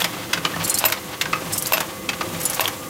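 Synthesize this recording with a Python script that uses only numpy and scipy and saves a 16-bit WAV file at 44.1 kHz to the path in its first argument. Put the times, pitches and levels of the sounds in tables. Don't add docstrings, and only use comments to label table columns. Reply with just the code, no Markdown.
import sys
import numpy as np
from scipy import signal
from scipy.fft import rfft, irfft, next_fast_len
from scipy.io import wavfile
from scipy.ndimage import map_coordinates

SR = 44100
rng = np.random.default_rng(int(sys.argv[2]) if len(sys.argv) > 2 else 0)


def master(y):
    cut = np.clip(np.atleast_2d(y).T, -1, 1)
    pcm = np.round(cut * 32767)
    wavfile.write(sys.argv[1], SR, pcm.astype(np.int16))


def volts_from_db(level):
    exponent = np.asarray(level, float) / 20
    return 10 ** exponent


N = 127449
T = np.arange(N) / SR
CYCLE_S = 0.875
GRAIN_DB = 2.74

# (frequency [Hz], level [dB per Hz])
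MOTOR_SPECTRUM = [(18, -51), (30, -19), (97, -4.5), (205, -1), (234, -8.5), (301, 1.5), (465, -11),
                  (510, -3.5), (700, -39), (910, -26), (1540, -120)]
# (frequency [Hz], level [dB per Hz])
ROLLER_SPECTRUM = [(600, -5.5), (900, -4.5), (1250, -7), (1600, -8), (2100, -9), (3000, -9), (5000, -14)]
# (frequency [Hz], level [dB per Hz])
AIR_SPECTRUM = [(4500, -19), (5300, 0), (6300, 3.5), (9000, 1.5), (10500, 1), (12000, 1), (14500, 1),
                (16000, -4)]
# (time [s], rollers [dB], air [dB])
RUNNING_LEVELS = [
    (0, -33, -38.5),
    (1, -35.5, -39.5),
    (2.89, -36.5, -38),
]
# (frequency [Hz], rms level [dB])
GEAR_TONES = [(333.8, -52.5), (500.6, -48.5), (532.9, -46.5), (646.0, -56.5), (802.1, -57.5), (1120, -48),
              (1206, -50), (2046, -52)]
# (time [s], level [dB], frequency [Hz])
FRAME_THUDS = [(.01, -26, 180.8), (.03, -31.5, 123.7), (.25, -34, 120.8), (.35, -24, 175),
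               (.55, -24, 175.5), (.58, -26.5, 105), (.85, -29.5, 107.9), (1.27, -27.5, 176.7),
               (1.43, -27, 172.4), (1.74, -26.5, 178), (.61, -28.5, 170.7), (2.66, -30.5, 300),
               (1.499, -29.5, 108), (2.15, -35, 173), (2.33, -25.5, 175), (2.62, -28, 110)]
# (time [s], level [dB], frequency [Hz], t60 [s])
METAL_TAPS = [(.0186, -8, 3430, 0.012), (.0445, -12, 2010, 0.017), (.043, -16, 6800, .015),
              (.332, -15, 1610, .03), (0.331, -11.5, 3300, .03), (0.375, -15.5, 1490, .03),
              (0.45, -12.5, 1183, 0.032), (0.452, -15, 2360, 0.033), (.452, -14, 3000, 0.031),
              (.54, -20.5, 1785, 0.049), (.647, -22.5, 4340, .05), (.647, -19, 7440, 0.053),
              (.677, -19, 11300, .02), (0.707, -27, 4200, .12), (0.741, -19, 8310, 0.085),
              (.752, -24.5, 4200, 0.097), (0.7756, -15, 4460, 0.018), (.851, -18, 3980, .04),
              (0.8998, -11.5, 1480, 0.013), (.923, -15.5, 2200, .035), (.923, -15.5, 3760, .025),
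              (1.213, -20, 2450, 0.026), (1.212, -15.5, 3480, .025), (1.256, -17, 1536, 0.029),
              (1.332, -12, 1230, 0.032), (1.332, -19, 2060, .03), (1.334, -14.5, 2565, 0.031),
              (1.532, -23, 7270, .04), (1.655, -16, 4000, 0.014), (1.66, -14, 4650, .012),
              (1.659, -17, 6600, .012), (1.779, -8, 1453, .015), (1.7797, -12, 3130, 0.013),
              (1.804, -16.5, 900, 0.049), (2.089, -14, 2595, 0.034), (2.09, -16, 3200, .025),
              (2.21, -9.5, 1180, 0.024), (2.431, -20, 11300, 0.022), (2.53, -22, 3920, .015),
              (2.533, -22, 5600, .015), (2.5953, -8, 3180, .012), (2.607, -21, 654, 0.056),
              (2.656, -11, 3270, 0.016), (.6965, -17, 8979, .06), (0.6974, -17, 8050, .05),
              (0.742, -19, 5319, 0.038), (.921, -13.5, 12700, .015), (1.722, -15, 14500, 0.014),
              (2.677, -16, 12500, .015), (.7425, -16.5, 7170, .06)]
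# (time [s], level [dB], rise [s], fall [s])
SHEET_RUSTLES = [
    (.630, -26, .001, .004),
    (0.638, -11, 0.0085, 0.0095),
    (.676, -23, 0.0006, 0.019),
    (1.521, -18.5, .008, 0.011),
    (1.557, -26, .003, 0.0087),
    (1.668, -18.5, 0.0006, 0.01),
    (2.398, -20.5, 0.0088, 0.012),
    (2.542, -19, .004, 0.012),
]
# (time [s], low mode [dB], high mode [dB], bracket [dB])
PIN_STRIKES = [
    (0.0005, -28, -40, -35),
    (0.8415, -38, -32, -26),
    (0.852, -14, -25, -16.5),
    (0.8589, -17, -7, -17.5),
    (1.7235, -48, -34, -47),
    (1.733, -13, -12, -16.5),
    (2.6065, -22, -15, -23),
]
# (frequency [Hz], t60 [s])
PIN_MODES = [(11858, 0.086), (14450, 0.055)]
# (frequency [Hz], level [dB], t60 [s])
BRACKET_MODES = [(642, -3, .1), (2688, 0, .1), (5140, -8, .1), (7700, -8, .05)]
# (time [s], peak [dB], first favoured mode [Hz], second favoured mode [Hz], hiss [dB])
BAR_RATTLES = [(0.647, -12, 10068, 6165, -11), (0.696, -4, 7060, 10068, -8),
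               (0.7416, -6.5, 11190, 10068, -8.5), (0.785, -10.5, 10068, 9265, -1),
               (1.524, -15, 8010, 8010, -13), (1.533, -10, 5280, 8010, -10), (1.5783, -7, 8980, 12440, -8),
               (1.6228, -15, 10068, 8980, -5), (2.413, -16.5, 8010, 6165, -11),
               (2.433, -15, 12440, 11190, -10), (2.4527, -5.5, 10068, 8980, -18),
               (2.454, -5.5, 7060, 12440, -19), (2.4976, -10, 10068, 8980, -9.5)]
# (frequency [Hz], level [dB], t60 [s])
BAR_MODES = [(4180, -16, .09), (5280, -15, .1), (6165, -9, .04), (7060, -9, .085), (8010, -3, .055),
             (8340, -9, .06), (8980, -1, .07), (9265, -7, .08), (10068, 0, .062), (11190, 0, .04),
             (12440, -2, .042), (13570, -3, .035), (14400, -3, .035)]
# (time [s], peak [dB], snap [dB], lowest resonance [dB])
KNIFE_KNOCKS = [
    (0.0189, -6, -10, -6),
    (0.8405, -1.5, -22, 0),
    (0.9, -18, -2, -5),
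    (1.7221, -5, -12, 4.5),
    (1.7800, -6, -17, -19),
    (2.5956, -3.5, -22, 1.5),
    (2.6558, -12, -14, -9),
]
# (frequency [Hz], width [Hz], level [dB])
KNIFE_MODES = [(1060, 168, 1), (1530, 130, 1), (2770, 890, 7), (3200, 470, 7)]
# (time [s], peak [dB], low part [dB], bright part [dB])
PAPER_SLAPS = [(0.0024, -12.5, -18, -4), (0.0106, -21, -13, -12), (0.042, -7, -11.5, -5.5),
               (0.1644, -34.5, 6, -5), (0.3312, -4.5, -15, -10.5), (0.3748, -15, -11, -25),
               (0.4494, -9, -8, -16), (0.5344, -30, 2.5, -22), (0.56, -24.5, 3.5, -25),
               (0.774, -21, -27, 6), (0.8514, -10.5, -12, 5), (0.883, -19, -24, 1.5),
               (0.922, -9.5, -9.5, -2.5), (1.2115, -6.5, -18, -7.5), (1.2553, -17.5, -10, -23),
               (1.329, -12.5, -5.5, -27), (1.416, -30.5, 5, -21), (1.6577, -25, -25, 9),
               (1.734, -9.5, -16, -1), (1.7703, -14.5, -20, -15), (1.8035, -16, -2, 3.5),
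               (2.0895, -8.5, -13.5, -13), (2.132, -18.5, -10, -27), (2.2087, -14, -3.5, -14),
               (2.5313, -22.5, -44, 6), (2.605, -10.5, -13, -0.5), (2.641, -16.5, -36, -2),
               (2.677, -14.5, -8, 0.5)]
# (frequency [Hz], level [dB per Hz])
PAPER_BODY = [(1300, -4), (2000, 0), (3200, -2.5), (4500, -4.5), (7000, -11)]
# (frequency [Hz], level [dB per Hz])
PAPER_TOP = [(5000, -0.5), (7000, 2), (10500, -0.5), (12500, 2.5), (16000, -4)]
# (frequency [Hz], level [dB])
STOP_PLATES = [(760, -6), (1200, -1), (1460, -9), (1750, -8)]


def rms_one(x):
    return x / np.sqrt(np.mean(x ** 2) + 1e-20)


def coloured(x, spectrum):
    hz, db = np.transpose(spectrum)
    octave = np.log2(np.maximum(np.fft.rfftfreq(N, 1 / SR), 1))
    outside = np.maximum(np.log2(hz[0]) - octave, 0) + np.maximum(octave - np.log2(hz[-1]), 0)
    gain_db = np.interp(octave, np.log2(hz), db) - 24 * outside
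    return rms_one(irfft(rfft(x) * volts_from_db(gain_db), N))


def drift(rate_hz):
    count = int(N / SR * 2 * rate_hz) + 3
    return map_coordinates(rng.standard_normal(count), [T * 2 * rate_hz], order=3)


def ring(strikes, hz, t60):
    r = volts_from_db(-60 / (t60 * SR))
    w = 2 * np.pi * hz / SR
    return signal.lfilter([0, np.sin(w)], [1, -2 * r * np.cos(w), r * r], strikes + 1e-18)


def clicks(s, db):
    out = np.zeros(N)
    out[(np.asarray(s) * SR).astype(int)] = volts_from_db(db)
    return out


def swell(s, db, rise, fall):
    t = np.maximum(T - np.asarray(s)[:, None], 0)
    rise, fall = (np.maximum(np.reshape(v, (-1, 1)), .0002) for v in (rise, fall))
    return volts_from_db(np.asarray(db)) @ ((1 - np.exp(-t / rise)) * np.exp(-t / fall))


def crackle():
    grain_db = GRAIN_DB * np.minimum(rng.exponential(1, N), 5)
    return rng.standard_normal(N) * volts_from_db(grain_db + 2.25 * drift(350))


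def load(peak_s):
    return np.cos(2 * np.pi * (T - peak_s) / CYCLE_S)


def motor():
    level_db = -36.5 + 2.2 * load(0.53) + 1.3 * drift(5.09)
    return volts_from_db(level_db) * coloured(rng.standard_normal(N), MOTOR_SPECTRUM)


def rollers():
    s, roll_db, _ = np.transpose(RUNNING_LEVELS)
    level_db = np.interp(T, s, roll_db) + 2.5 * load(0.73) + 2.27 * drift(25.02)
    return volts_from_db(level_db) * coloured(rng.standard_normal(N), ROLLER_SPECTRUM)


def air():
    s, _, air_db = np.transpose(RUNNING_LEVELS)
    level_db = np.interp(T, s, air_db) + 1.9 * load(0.73) + 0.55 * drift(52)
    return volts_from_db(level_db) * coloured(rng.standard_normal(N), AIR_SPECTRUM)


def ticks():
    starts = (rng.random(N) < 48 / SR) * volts_from_db(1.3 * rng.standard_normal(N))
    envelope = signal.lfilter([1], [1, -np.exp(-1 / (0.0013 * SR))], starts)
    return volts_from_db(-42) * envelope * coloured(crackle(), PAPER_BODY)


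def gears():
    out = np.zeros(N)
    for hz, db in GEAR_TONES:
        level_db = db + 2 * (T - T.mean()) + 2.4 * drift(6)
        phase = 2 * np.pi * np.cumsum(hz + 2.12 * drift(15)) / SR
        out += np.sqrt(2) * volts_from_db(level_db) * np.sin(phase)
    return out


def frame():
    out = np.zeros(N)
    for s, db, hz in FRAME_THUDS:
        t = T - s
        out += swell([s], [db], rise=0.02, fall=0.05) * np.sin(2 * np.pi * hz * t * (1 - 0.4 * t))
    return out


def taps():
    out, t = np.zeros(N + SR), T[:SR // 5]
    for s, db, hz, t60 in METAL_TAPS:
        start = int(s * SR)
        envelope = volts_from_db(db - 60 * t / t60) * (1 - np.exp(-t * hz / 1.57))
        out[start:start + len(t)] += envelope * np.sin(2 * np.pi * hz * t)
    return volts_from_db(2.5 * drift(150)) * out[:N]


def rustles():
    return swell(*np.transpose(SHEET_RUSTLES)) * coloured(crackle(), PAPER_TOP)


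def pin():
    s, low_db, high_db, bracket_db = np.transpose(PIN_STRIKES)
    pair = ring(clicks(s, low_db), *PIN_MODES[0]) + ring(clicks(s, high_db), *PIN_MODES[1])
    return pair + sum(ring(clicks(s, bracket_db + g), hz, t60) for hz, g, t60 in BRACKET_MODES)


def bar():
    s, db, first_hz, second_hz, hiss_db = np.transpose(BAR_RATTLES)
    contact_s = 0.0008
    luck = rng.standard_normal((len(s), len(BAR_MODES)))
    pitch = np.log(np.array(BAR_MODES)[:, 0])
    first, second = (abs(pitch - np.log(v)[:, None]).argmin(axis=1) for v in (first_hz, second_hz))
    hiss = swell(s, db + hiss_db - 2.5, rise=0.0005, fall=0.0079) * coloured(crackle(), PAPER_TOP)
    out = hiss.copy()
    for k, (hz, g, t60) in enumerate(BAR_MODES):
        other_db = g - 13 + 4 * np.minimum(luck[:, k], 1)
        level_db = db + np.where(first == k, 0, np.where(second == k, -3.5, other_db))
        strikes = clicks(s + contact_s * abs(luck[:, k - 1]), level_db - 11.5)
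        rebounds = clicks(s + 4 * contact_s * abs(luck[:, k - 2]), level_db - 20)
        out += volts_from_db(2.6 * drift(80)) * ring(strikes + rebounds + volts_from_db(g - 31) * hiss, hz, t60)
    return out


def knife():
    s, db, snap_db, deep_db = np.transpose(KNIFE_KNOCKS)
    snap = swell(s + 0.0003, db + snap_db + 0.5, rise=0.0004, fall=0.0034) * coloured(crackle(), PAPER_TOP)
    body = np.zeros(N)
    for k, (hz, width, g) in enumerate(KNIFE_MODES):
        level_db = db + g + deep_db * (k == 0)
        blows = clicks(s, level_db - 16) - clicks(s + 0.00061, level_db - 10)
        body += ring(blows, hz, 2.1 / width)
    return snap + signal.sosfilt(signal.butter(2, 5000, "low", fs=SR, output="sos"), body)


def slaps():
    s, db, low_db, top_db = np.transpose(PAPER_SLAPS)
    db = db - 5
    envelope = swell(s, db, rise=0.0019, fall=0.0082) + swell(s, db - 5, rise=0.00019, fall=0.0011)
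    body = envelope * coloured(crackle(), PAPER_BODY)
    plates = rms_one(sum(volts_from_db(g) * ring(crackle(), hz, 0.0056) for hz, g in STOP_PLATES))
    low = swell(s + 0.0015, db + low_db + 7, rise=0.0018, fall=0.0073) * plates
    top = swell(s, db + top_db - 0.5, rise=0.0016, fall=0.0074) * coloured(crackle(), PAPER_TOP)
    return body + low + top


def shop(x):
    t60_s, wall_cut_hz = 0.35, 2400
    size = next_fast_len(N + SR)
    w = 2 * np.pi * np.fft.rfftfreq(size, 1 / SR)
    dull = 1 / (1 + 1j * w / (2 * np.pi * wall_cut_hz))
    response = 0
    for k, delay_s in enumerate(rng.uniform(.006, .03, 10)):
        loop = volts_from_db(-60 * delay_s / t60_s) * dull * np.exp(-1j * w * delay_s)
        response = response + (-1) ** k * loop / (1 - loop)
    return irfft(rfft(x, size) * response, size)[:N]


def scene():
    whir = motor() + rollers() + air() + ticks() + gears()
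    hits = taps() + rustles() + pin() + bar() + knife() + slaps()
    hits = signal.sosfilt(signal.butter(2, 240, "high", fs=SR, output="sos"), hits)
    mono = whir + frame() + volts_from_db(-16) * shop(hits) + hits
    return np.array([mono, mono])


def top_cut(x):
    return signal.sosfilt(signal.butter(12, 16790, fs=SR, output="sos"), x)


def record(dry):
    mix = 0.93 * np.tanh(dry / 0.87)
    mix = signal.sosfilt(signal.cheby2(12, 30, 16150, fs=SR, output="sos"), mix)
    mix = signal.sosfilt(signal.butter(3, 39, "high", fs=SR, output="sos"), mix)
    return top_cut(mix)


dry = scene()
out = record(dry)
master(out)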